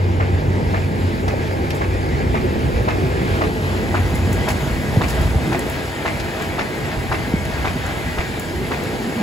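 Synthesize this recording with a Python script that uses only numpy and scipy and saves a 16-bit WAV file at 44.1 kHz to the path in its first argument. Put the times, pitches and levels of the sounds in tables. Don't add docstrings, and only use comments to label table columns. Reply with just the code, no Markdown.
import sys
import numpy as np
from scipy import signal
from scipy.fft import rfft, irfft, next_fast_len
from scipy.io import wavfile
from scipy.ndimage import uniform_filter1d, map_coordinates

SR = 44100
rng = np.random.default_rng(int(sys.argv[2]) if len(sys.argv) > 2 else 0)


def bounce(signal):
    frames = np.transpose(np.atleast_2d(signal))
    limited = np.clip(frames, -1, 1)
    pcm = np.round(limited * 32767).astype(np.int16)
    wavfile.write(sys.argv[1], SR, pcm)


N = 406602
TIME = np.arange(N) / SR


# (time [s], relative rumble level [dB], relative clatter level [dB])
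GEARBOX_LEVELS = [(0.0, -28, -27), (1.3, -27.5, -25.5), (1.85, -30, -25), (2.25, -24.5, -24.5),
                  (3.05, -25.5, -26.5), (4.6, -26.5, -27), (5.2, -26.5, -28), (5.45, -24, -26.5),
                  (5.85, -33.5, -30), (6.6, -30.5, -28.5), (8.25, -33.5, -31.5), (9.0, -29, -28)]
# (frequency [Hz], level [dB])
RUMBLE_SPECTRUM = [(60, -35), (100, -5), (125, 5), (165, 1), (210, 2), (255, -3), (310, -10), (500, -66)]
CLATTER_SPECTRUM = [(180, -21.5), (290, -4), (350, -3.5), (430, -7), (520, -4), (660, -16.5), (850, -7.5),
                    (960, -12.5), (1150, -18), (2000, -21)]

def gearbox():
    rumble_db, clatter_db = curves(GEARBOX_LEVELS)
    rumble = radiated(grains(rate=160, spread_db=1.0, share=0.34), RUMBLE_SPECTRUM)
    rumble *= amp(rumble_db + 0.5 + 1.4 * wobble(22))
    clatter = radiated(grains(rate=260, spread_db=0.65, share=0.37), CLATTER_SPECTRUM)
    clatter *= amp(clatter_db - 0.97 + 1.1 * wobble(25))
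    return rumble + clatter


# (time [s], level [dB])
GRIND_LEVELS = [(0.3, -39), (2.0, -40), (3.1, -32), (4.3, -33.5), (7.3, -32), (8.4, -34.5)]
# (time [s], gain [dB])
STACK_SHADE = [(0.0, -12.5), (1.0, -7.5), (2.2, -7.5), (4.3, -1), (5.1, -0.5), (6.9, -2.5), (8.2, -1.5)]
# (frequency [Hz], level [dB])
GRIND_SPECTRUM = [(400, -8), (700, 2), (950, 1), (1150, -1), (1450, 0.5), (1800, -7.5), (2500, -5.5),
                  (5000, -17.5)]
CRUNCH_SPECTRUM = [(1000, -40), (1600, -3), (2050, -2), (2450, -6), (2900, -11), (4000, -14.5), (5000, -15),
                   (5700, -22), (8000, -27), (14000, -44)]
FIZZ_SPECTRUM = [(2000, -2), (3500, -1), (5000, -7), (5900, -8), (7300, -3), (10500, -5.5), (13500, -7.5),
                 (15500, -11.5)]

def rollers(crunch_db=-34.5, fizz_db=-38):
    grind_db, = curves(GRIND_LEVELS)
    shade_db, = curves(STACK_SHADE)
    load = wobble(7.5)
    grind = radiated(grains(rate=300, spread_db=1.0, share=0.16), GRIND_SPECTRUM)
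    grind *= amp(grind_db + 1.8 * load)
    crunch = patchy(radiated(grains(rate=450, spread_db=1.9, share=0.13), CRUNCH_SPECTRUM))
    crunch *= amp(crunch_db + 0.34 * shade_db + .5 * load + 0.82 * wobble(40))
    fizz = patchy(radiated(grains(rate=900, spread_db=3.5, share=0.11), FIZZ_SPECTRUM))
    fizz *= amp(fizz_db + shade_db + 0.3 * load + 0.19 * wobble(33))
    return grind + crunch + fizz


def patchy(x, depth_db=2.0):
    spectra = signal.stft(x, nperseg=512)[2]
    patches = uniform_filter1d(rng.standard_normal(spectra.shape[1:]), size=3, axis=0)
    patches = uniform_filter1d(patches, size=9, axis=1)
    return signal.istft(spectra * amp(depth_db * unit(patches)), nperseg=512)[1][:, :N]


# (time [s], slap [dB], clip clack [dB], leaving flick [dB])
BELT_LAPS = [(0.196, -15, -23, -23), (0.733, -17, -23, -23), (1.272, -18.5, -25.5, -26.5),
             (1.807, -15, -22.5, -23.5), (2.342, -14, -22.5, -20.5), (2.876, -12, -24, -18),
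             (3.408, -12.5, -27, -18), (3.940, -13, -24.5, -18), (4.473, -14.5, -21, -17.5),
             (5.006, -16, -19, -16), (5.517, -19, -19, -16.5), (6.049, -15.5, -20, -15.5),
             (6.581, -14.5, -19.5, -15.5), (7.113, -13.5, -23, -17.5), (7.644, -13, -22, -16),
             (8.175, -18.5, -20.5, -18.5), (8.708, -18.5, -20.5, -20.5)]
# (frequency [Hz], level [dB], t60 [s])
PULLEY_MODES = [(380, -3, .03)]
CLIP_LANDING_MODES = [(1780, -1, .025), (2200, -5, .022), (2650, -7, .022), (3550, -9, .022),
                      (4200, -15, .015)]
CLIP_FRONT_MODES = [(720, -2, .028), (1150, -8, .02), (1850, -6, .018), (2100, 0, .02), (3700, -15, .012)]
CLIP_BACK_MODES = [(1650, -9, .02), (2200, -9, .025), (2530, -3.5, .028), (3750, -14, .02)]
# (frequency [Hz], level [dB])
RASP_SPECTRUM = [(200, -4), (400, 2), (800, 4), (1300, 1), (2000, 1), (2700, -4), (3200, -13), (4500, -13),
                 (7000, -22), (14000, -42)]
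SCUFF_SPECTRUM = [(300, 3), (800, 2), (1300, -2), (1900, 3), (2500, 4), (3100, -9), (4200, -9), (7000, -18),
                  (14000, -38)]

def belt(clip_lands_s=.0105, joint_gap_s=.0066, on_pulley_s=.0298, slap_s=.009):
    t = np.arange(SR // 8) / SR
    hits, rasps, scuffs = np.zeros(N), np.zeros((2, N)), np.zeros((2, N))
    burst = lambda t60: fade(t, t60) * rng.standard_normal((2, len(t)))
    for s, slap_db, clack_db, flick_db in BELT_LAPS:
        add(hits, s, amp(slap_db) * tick(t, PULLEY_MODES))
        add(hits, s + clip_lands_s, amp(clack_db) * tick(t, CLIP_LANDING_MODES))
        guard_rattle = jerks(t, count=40, spread_db=4) * burst(t60=.17)
        add(scuffs, s + clip_lands_s, amp(clack_db - 7) * guard_rattle)
        for touch, modes in ((s, CLIP_FRONT_MODES), (s + joint_gap_s, CLIP_BACK_MODES)):
            add(hits, touch, amp(slap_db - 3.3) * slap(t, slap_s))
            add(rasps, touch + slap_s / 2, amp(slap_db - 6.7) * burst(t60=.075) * attack(t, .002))
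            add(hits, touch + on_pulley_s, amp(flick_db) * tick(t, modes))
            add(scuffs, touch + on_pulley_s, amp(flick_db - 7) * burst(t60=.034))
    return hits + radiated(rasps, RASP_SPECTRUM) + radiated(scuffs, SCUFF_SPECTRUM, frame=0)


def slap(t, length_s, start_hz=500, octaves=1.9):
    progress = np.minimum(t / (length_s * rng.normal(1, .1)), 1)
    flutter = lambda: np.interp(progress, np.linspace(0, 1, 9), rng.standard_normal(9))
    hz = start_hz * rng.normal(1, .08) * 2 ** (octaves * progress + .16 * flutter())
    envelope = amp(2.5 * flutter()) * np.abs(np.sin(np.pi * progress)) ** .5
    return envelope * np.sin(2 * np.pi * np.cumsum(hz) / SR)


def tick(t, modes):
    ring = np.zeros(len(t))
    for k, (hz, db, t60) in enumerate(modes):
        envelope = amp(db + rng.normal(0, 2)) * fade(t, t60)
        ring += (-1) ** k * envelope * np.sin(2 * np.pi * hz * rng.normal(1, .05) * t)
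    return ring * attack(t, .0004)


# (time [s], relative level [dB])
HUM_LEVELS = [(0.4, -18), (1.6, -22), (2.7, -25), (4.4, -21), (5.35, -48), (5.65, -34.5), (7.4, -31),
              (9.1, -40)]

def drive_hum(mesh_hz=93.5, beat_hz=3.42, pinion_hz=144.5):
    hum_db, = curves(HUM_LEVELS)
    drift = 0.33 * wobble(10)
    throb = tone(mesh_hz, drift) - .55 * tone(mesh_hz - beat_hz, drift + 1.6 * wobble(2.96))
    throb *= amp(1.9 * wobble(24) - 1.3)
    pinion = amp(4.1 * wobble(11) - 11) * tone(pinion_hz, 1.4 * wobble(9.8))
    return amp(hum_db - 3.5) * (throb + pinion)


# (frequency [Hz], level behind the stack [dB], level in plain view [dB], width [Hz])
WHINE_TONES = [(430, -39, -48, 18), (787, -44, -46, 4), (958, -58, -52, 9), (1653, -58, -52.5, 16),
               (1949, -54, -62, 14)]
# (time [s], share of the machine in view [0-1])
VIEW_SHARE = [(2.8, 0.5), (5.0, 0.97)]

def gear_whine():
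    in_view, = curves(VIEW_SHARE)
    track = np.zeros(N)
    for hz, hidden_db, open_db, width in WHINE_TONES:
        level_db = hidden_db + in_view * (open_db - hidden_db)
        track += amp(level_db + 2.9 * wobble(8.1)) * tone(hz, 1.8 * wobble(width))
    return track


# (time [s], crack [dB], splinters [dB], woody core [dB], splinter t60 [s])
STALK_SNAPS = [(1.281, -34, -44, -28, .07), (1.705, -33, -45, -23, .05), (1.748, -36, -38, -48, .14),
               (4.146, -36, -34, -50, .1), (4.155, -31.5, -35, -50, .07), (4.329, -25, -34, -46, .1),
               (4.487, -28, -29.5, -27, .16), (5.083, -33, -31.5, -30, .2), (5.212, -35, -38, -48, .1),
               (5.593, -21.5, -42, -48, .04), (5.699, -26, -41, -55, .05), (6.199, -33, -41, -26.5, .06),
               (6.422, -32, -38, -35, .05), (7.453, -31, -38, -40, .05), (7.865, -30, -39, -55, .03),
               (8.396, -24.5, -35, -50, .07), (8.837, -31, -39, -41, .03)]
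# (frequency [Hz], level [dB])
RIND_SPECTRUM = [(3000, -27), (5500, -10), (7200, 3), (11000, 0), (15500, -5)]
CORE_SPECTRUM = [(1000, -3), (2200, 7), (4000, 1), (5600, 1), (6900, -10), (14000, -31)]

def stalk_snaps():
    t = np.arange(SR // 5) / SR
    crack = fade(t, t60=.014)
    rind, core = np.zeros((2, 2, N))
    for s, crack_db, splinter_db, core_db, t60 in STALK_SNAPS:
        splinters = jerks(t, count=70, spread_db=3) * fade(t, t60) * attack(t, .004)
        rind_noise, core_noise = rng.standard_normal((2, 2, len(t)))
        add(rind, s, (amp(crack_db) * crack + amp(splinter_db) * splinters) * rind_noise)
        add(core, s, amp(core_db) * (crack + splinters) * core_noise)
    return radiated(rind, RIND_SPECTRUM) + radiated(core, CORE_SPECTRUM)


# (time [s], relative level [dB], mid-glide pitch [Hz], t60 [s])
FEED_KNOCKS = [(0.654, -38, 330, 0.048), (1.336, -15.5, 563, 0.047), (2.913, -26, 258, 0.03),
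               (4.778, -20, 200, 0.035), (4.959, -17, 675, 0.034), (4.963, -15.5, 430, 0.045),
               (4.9697, -3, 131, 0.055), (5.357, -11, 82, 0.072), (5.663, -11.5, 407, 0.024),
               (6.977, -14.5, 83, 0.067), (7.279, -10, 302, 0.019), (7.337, -4, 234, 0.029),
               (7.759, -13.5, 237, 0.03), (8.191, -7, 85, 0.021), (8.372, -21.5, 320, 0.054)]

def feed_knocks(rise_s=.0024, sag=.35):
    t = np.arange(SR // 5) / SR
    onset = 1 - np.exp(-(t / rise_s) ** 2)
    track = np.zeros(N)
    for s, db, hz, t60 in FEED_KNOCKS:
        decay = fade(t, t60)
        phase = 2 * np.pi * np.cumsum(hz * (1 - sag + 2 * sag * decay)) / SR
        add(track, s, -amp(db + 7.5) * np.sin(phase) * decay * onset)
    return track


# (time [s], length [s], start pitch [Hz], end pitch [Hz], relative level [dB])
FEED_GROANS = [(5.426, 0.19, 240, 409.5, -30.5), (5.517, 0.15, 200, 307, -37),
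               (8.5, 0.183, 340, 429, -34.5), (8.973, 0.166, 215, 255.4, -32), (9.149, 0.13, 235, 194, -25)]

def feed_groans():
    track = np.zeros(N)
    for s, length, start_hz, end_hz, db in FEED_GROANS:
        progress = np.clip((TIME - s) / length, 0, 1)
        phase = 2 * np.pi * np.cumsum(start_hz + (end_hz - start_hz) * progress) / SR
        track += amp(db + 8) * np.sin(np.pi * progress) * np.sin(phase + wobble(70))
    return track


# (time [s], level [dB])
GUARD_LEVELS = [(0.3, -54), (1.0, -48), (3.0, -41.5), (4.2, -39), (6.0, -37.5), (9.0, -39)]
CASING_LEVELS = [(0.6, -33.5), (1.7, -41), (2.4, -31), (3.3, -28), (4.3, -33), (5.2, -48), (8.0, -41.5),
                 (9.0, -34.5)]
# (frequency [Hz], width [Hz], level [dB])
GUARD_MODES = [(1850, 20, -4), (1965, 14, 0), (2085, 14, -3), (2200, 18, -3), (2345, 16, -3),
               (2530, 16, -7)]
CASING_MODES = [(349.6, 24, -2), (380, 16, -0.5), (422.6, 17, -1), (493, 28, -5)]

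def guard_and_casing():
    guard = shaken(GUARD_LEVELS, GUARD_MODES, swing_db=3.5, stereo_width=0.17)
    casing = shaken(CASING_LEVELS, CASING_MODES, swing_db=2.0, stereo_width=0.22)
    return guard + casing


def shaken(levels, modes, swing_db, stereo_width):
    level_db, = curves(levels)
    mid, side = grains(rate=300, spread_db=1.0, share=0.5)
    shaking = mid + stereo_width * np.outer([1, -1], side)
    ring = np.zeros((2, N))
    for k, (centre, width, db) in enumerate(modes):
        resonance = lambda hz: 1j * hz * width / (centre ** 2 - hz ** 2 + 1j * hz * width)
        ring += (-1) ** k * amp(db + swing_db * wobble(6)) * filtered(shaking, resonance)
    return amp(level_db) * unit(ring)


# (time [s], relative level [dB])
GUST_LEVELS = [(0.0, -26), (0.3, -26), (1.1, -27.5), (1.7, -29), (2.1, -27), (2.85, -22.5), (3.2, -27),
               (3.7, -33), (4.1, -22), (4.6, -26), (5.38, -23), (5.7, -34), (6.75, -35.5), (7.0, -27),
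               (7.7, -29.5), (8.3, -31.5), (8.7, -32.5), (9.2, -42)]
# (frequency [Hz], level [dB])
BUFFET_SPECTRUM = [(15, -45), (28, -28), (42, -7.5), (58, -0.5), (75, -0.5), (100, -4.5), (160, -13),
                   (400, -83)]

def wind():
    gust_db, = curves(GUST_LEVELS)
    strength = amp(gust_db + 1.5 + 1.74 * wobble(17))
    return strength * radiated(rng.standard_normal((2, N)), BUFFET_SPECTRUM)


# (frequency [Hz], t60 [s])
SHED_DECAY = [(200, 0.51), (1500, 0.15), (10000, 0.081)]

def shed_echo(x, delay_s=0.01):
    hz, t, spectra = signal.stft(rng.standard_normal((2, SR // 2)), SR, nperseg=256)
    tail = signal.istft(spectra * fade(t, along(SHED_DECAY, hz)[:, None]), SR, nperseg=256)[1]
    tail = np.pad(tail, ((0, 0), (round(delay_s * SR), 0)))
    return signal.fftconvolve(x, tail / np.linalg.norm(tail[0]), axes=1)[:, :N]


def behind_stack(x, edge_hz=2800):
    shade_db, = curves(STACK_SHADE)
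    low = filtered(x, lambda hz: 1 / (1 + (hz / edge_hz) ** 8))
    return low + amp(.6 * shade_db) * (x - low)


# (time [s], lead of the left side [ms])
LEFT_LEAD = [(0, 0.37), (2.5, 0.41), (3.3, 0.36), (4, 0.14), (4.9, 0.14)]

def microphone_turn(x, edge_hz=2400):
    lead_ms, = curves(LEFT_LEAD)
    left, right = x
    low = filtered(right, lambda hz: 1 / (1 + (hz / edge_hz) ** 16))
    late = map_coordinates(low, [np.arange(N) - lead_ms * SR / 1000], mode="mirror")
    return np.array([left, right - low + late])


# (frequency [Hz], width [Hz], lift [dB])
FRAME_MODES = [(254, 19, 5), (329.6, 27, 5.5), (373, 25, 6), (434.4, 16, 8), (477, 34, 1), (644.4, 83, 9),
               (778, 13, 2), (1640, 22, 7.5)]
# (frequency [Hz], correlation [0-1])
STEREO_LIKENESS = [(25, 0.6), (60, 0.93), (120, 0.82), (240, 0.84), (480, 0.8), (950, 0.57), (1900, 0.56),
                   (3800, 0.55), (6000, 0.49)]

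def radiated(pair, spectrum, frame=1):
    def response(hz):
        lift_db = sum(db / (1 + (2 * (hz - centre) / width) ** 2) for centre, width, db in FRAME_MODES)
        rolloff = 1 / (1 + (hz / spectrum[-1][0] / 1.2) ** 8)
        colour = amp(along(spectrum, hz) + frame * lift_db) * rolloff
        spread = np.arccos(np.clip(along(STEREO_LIKENESS, hz), -1, 1)) / 2
        mid_gain = unit(colour * np.cos(spread))
        return np.array([mid_gain, mid_gain * np.tan(spread)])
    mid, side = filtered(pair, response)
    return np.array([mid + side, mid - side])


def grains(rate, spread_db, share):
    hits = (rng.random((2, N)) < rate / SR) * rng.choice([-1, 1], (2, N))
    sizes = amp(spread_db * rng.standard_normal((2, N)).clip(-2, 2))
    return np.sqrt(share) * unit(hits * sizes) + np.sqrt(1 - share) * rng.standard_normal((2, N))


def jerks(t, count, spread_db):
    return amp(np.interp(t, np.linspace(0, t[-1], count), spread_db * rng.standard_normal(count)))


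def wobble(rate):
    coarse = np.linspace(0, TIME[-1], N // 64)
    knots = rng.standard_normal(int(N * rate / SR) + 4)
    return np.interp(TIME, coarse, map_coordinates(knots, [coarse * rate], mode="nearest"))


def tone(hz, drift):
    return np.sqrt(2) * np.sin(2 * np.pi * hz * TIME + drift)


def attack(t, rise_s):
    return 1 - np.exp(-t / rise_s)


def fade(t, t60):
    return (t >= 0) * np.exp(-np.log(1000) * np.abs(t) / t60)


def amp(db):
    return 10 ** (np.asarray(db) / 20)


def unit(x):
    return x / np.sqrt(np.mean(x ** 2) + 1e-20)


def along(points, hz):
    freqs, values = np.transpose(points)
    return np.interp(np.log(hz + 1), np.log(freqs + 1), values)


def curves(rows):
    times, *columns = np.transpose(rows)
    return [np.interp(TIME, times, column) for column in columns]


def add(track, s, sound):
    part = track[..., max(round(s * SR), 0):][..., :sound.shape[-1]]
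    part += sound[..., :part.shape[-1]]


def filtered(x, response):
    size = next_fast_len(N + 8192, True)
    return irfft(rfft(x, size) * response(np.fft.rfftfreq(size, 1 / SR)), size)[..., :N]


def scene():
    clacks, cracks = behind_stack(belt()), stalk_snaps()
    steel = guard_and_casing()
    echo = shed_echo(amp(-8.5) * clacks + amp(-10) * cracks)
    machine = gearbox() + rollers() + clacks + drive_hum() + gear_whine() + steel
    feed = cracks + feed_knocks() + feed_groans()
    return microphone_turn(machine + feed + echo) + wind()


# (frequency [Hz], phase between the sides [half turns])
TREBLE_TWIST = [(7450, 0), (8400, 1), (9550, 1), (10500, 2), (11600, 2), (12550, 3), (13700, 3), (14600, 4)]

def record(dry, ceiling=.87, top_hz=15750):
    lean_db = [(60, 0.0), (250, -1.2), (600, 0.5), (2000, -0.3), (5000, 3.0), (6500, 0.5)]
    balance = lambda hz: amp(np.outer([.5, -.5], along(lean_db, hz)))
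    shared = lambda hz: np.clip((hz - 5800) / 600, 0, 1)
    left, right = dry
    right_low = filtered(right, lambda hz: np.sqrt(1 - shared(hz)))
    right_top = filtered(left, lambda hz: shared(hz) * np.exp(1j * np.pi * along(TREBLE_TWIST, hz)))
    pair = filtered(np.array([left, right_low + right_top]), balance)
    rounded = pair / (1 + (pair / ceiling) ** 8) ** (1 / 8)
    return filtered(rounded, lambda hz: hz < top_hz)


dry = scene()
out = record(dry)
bounce(out)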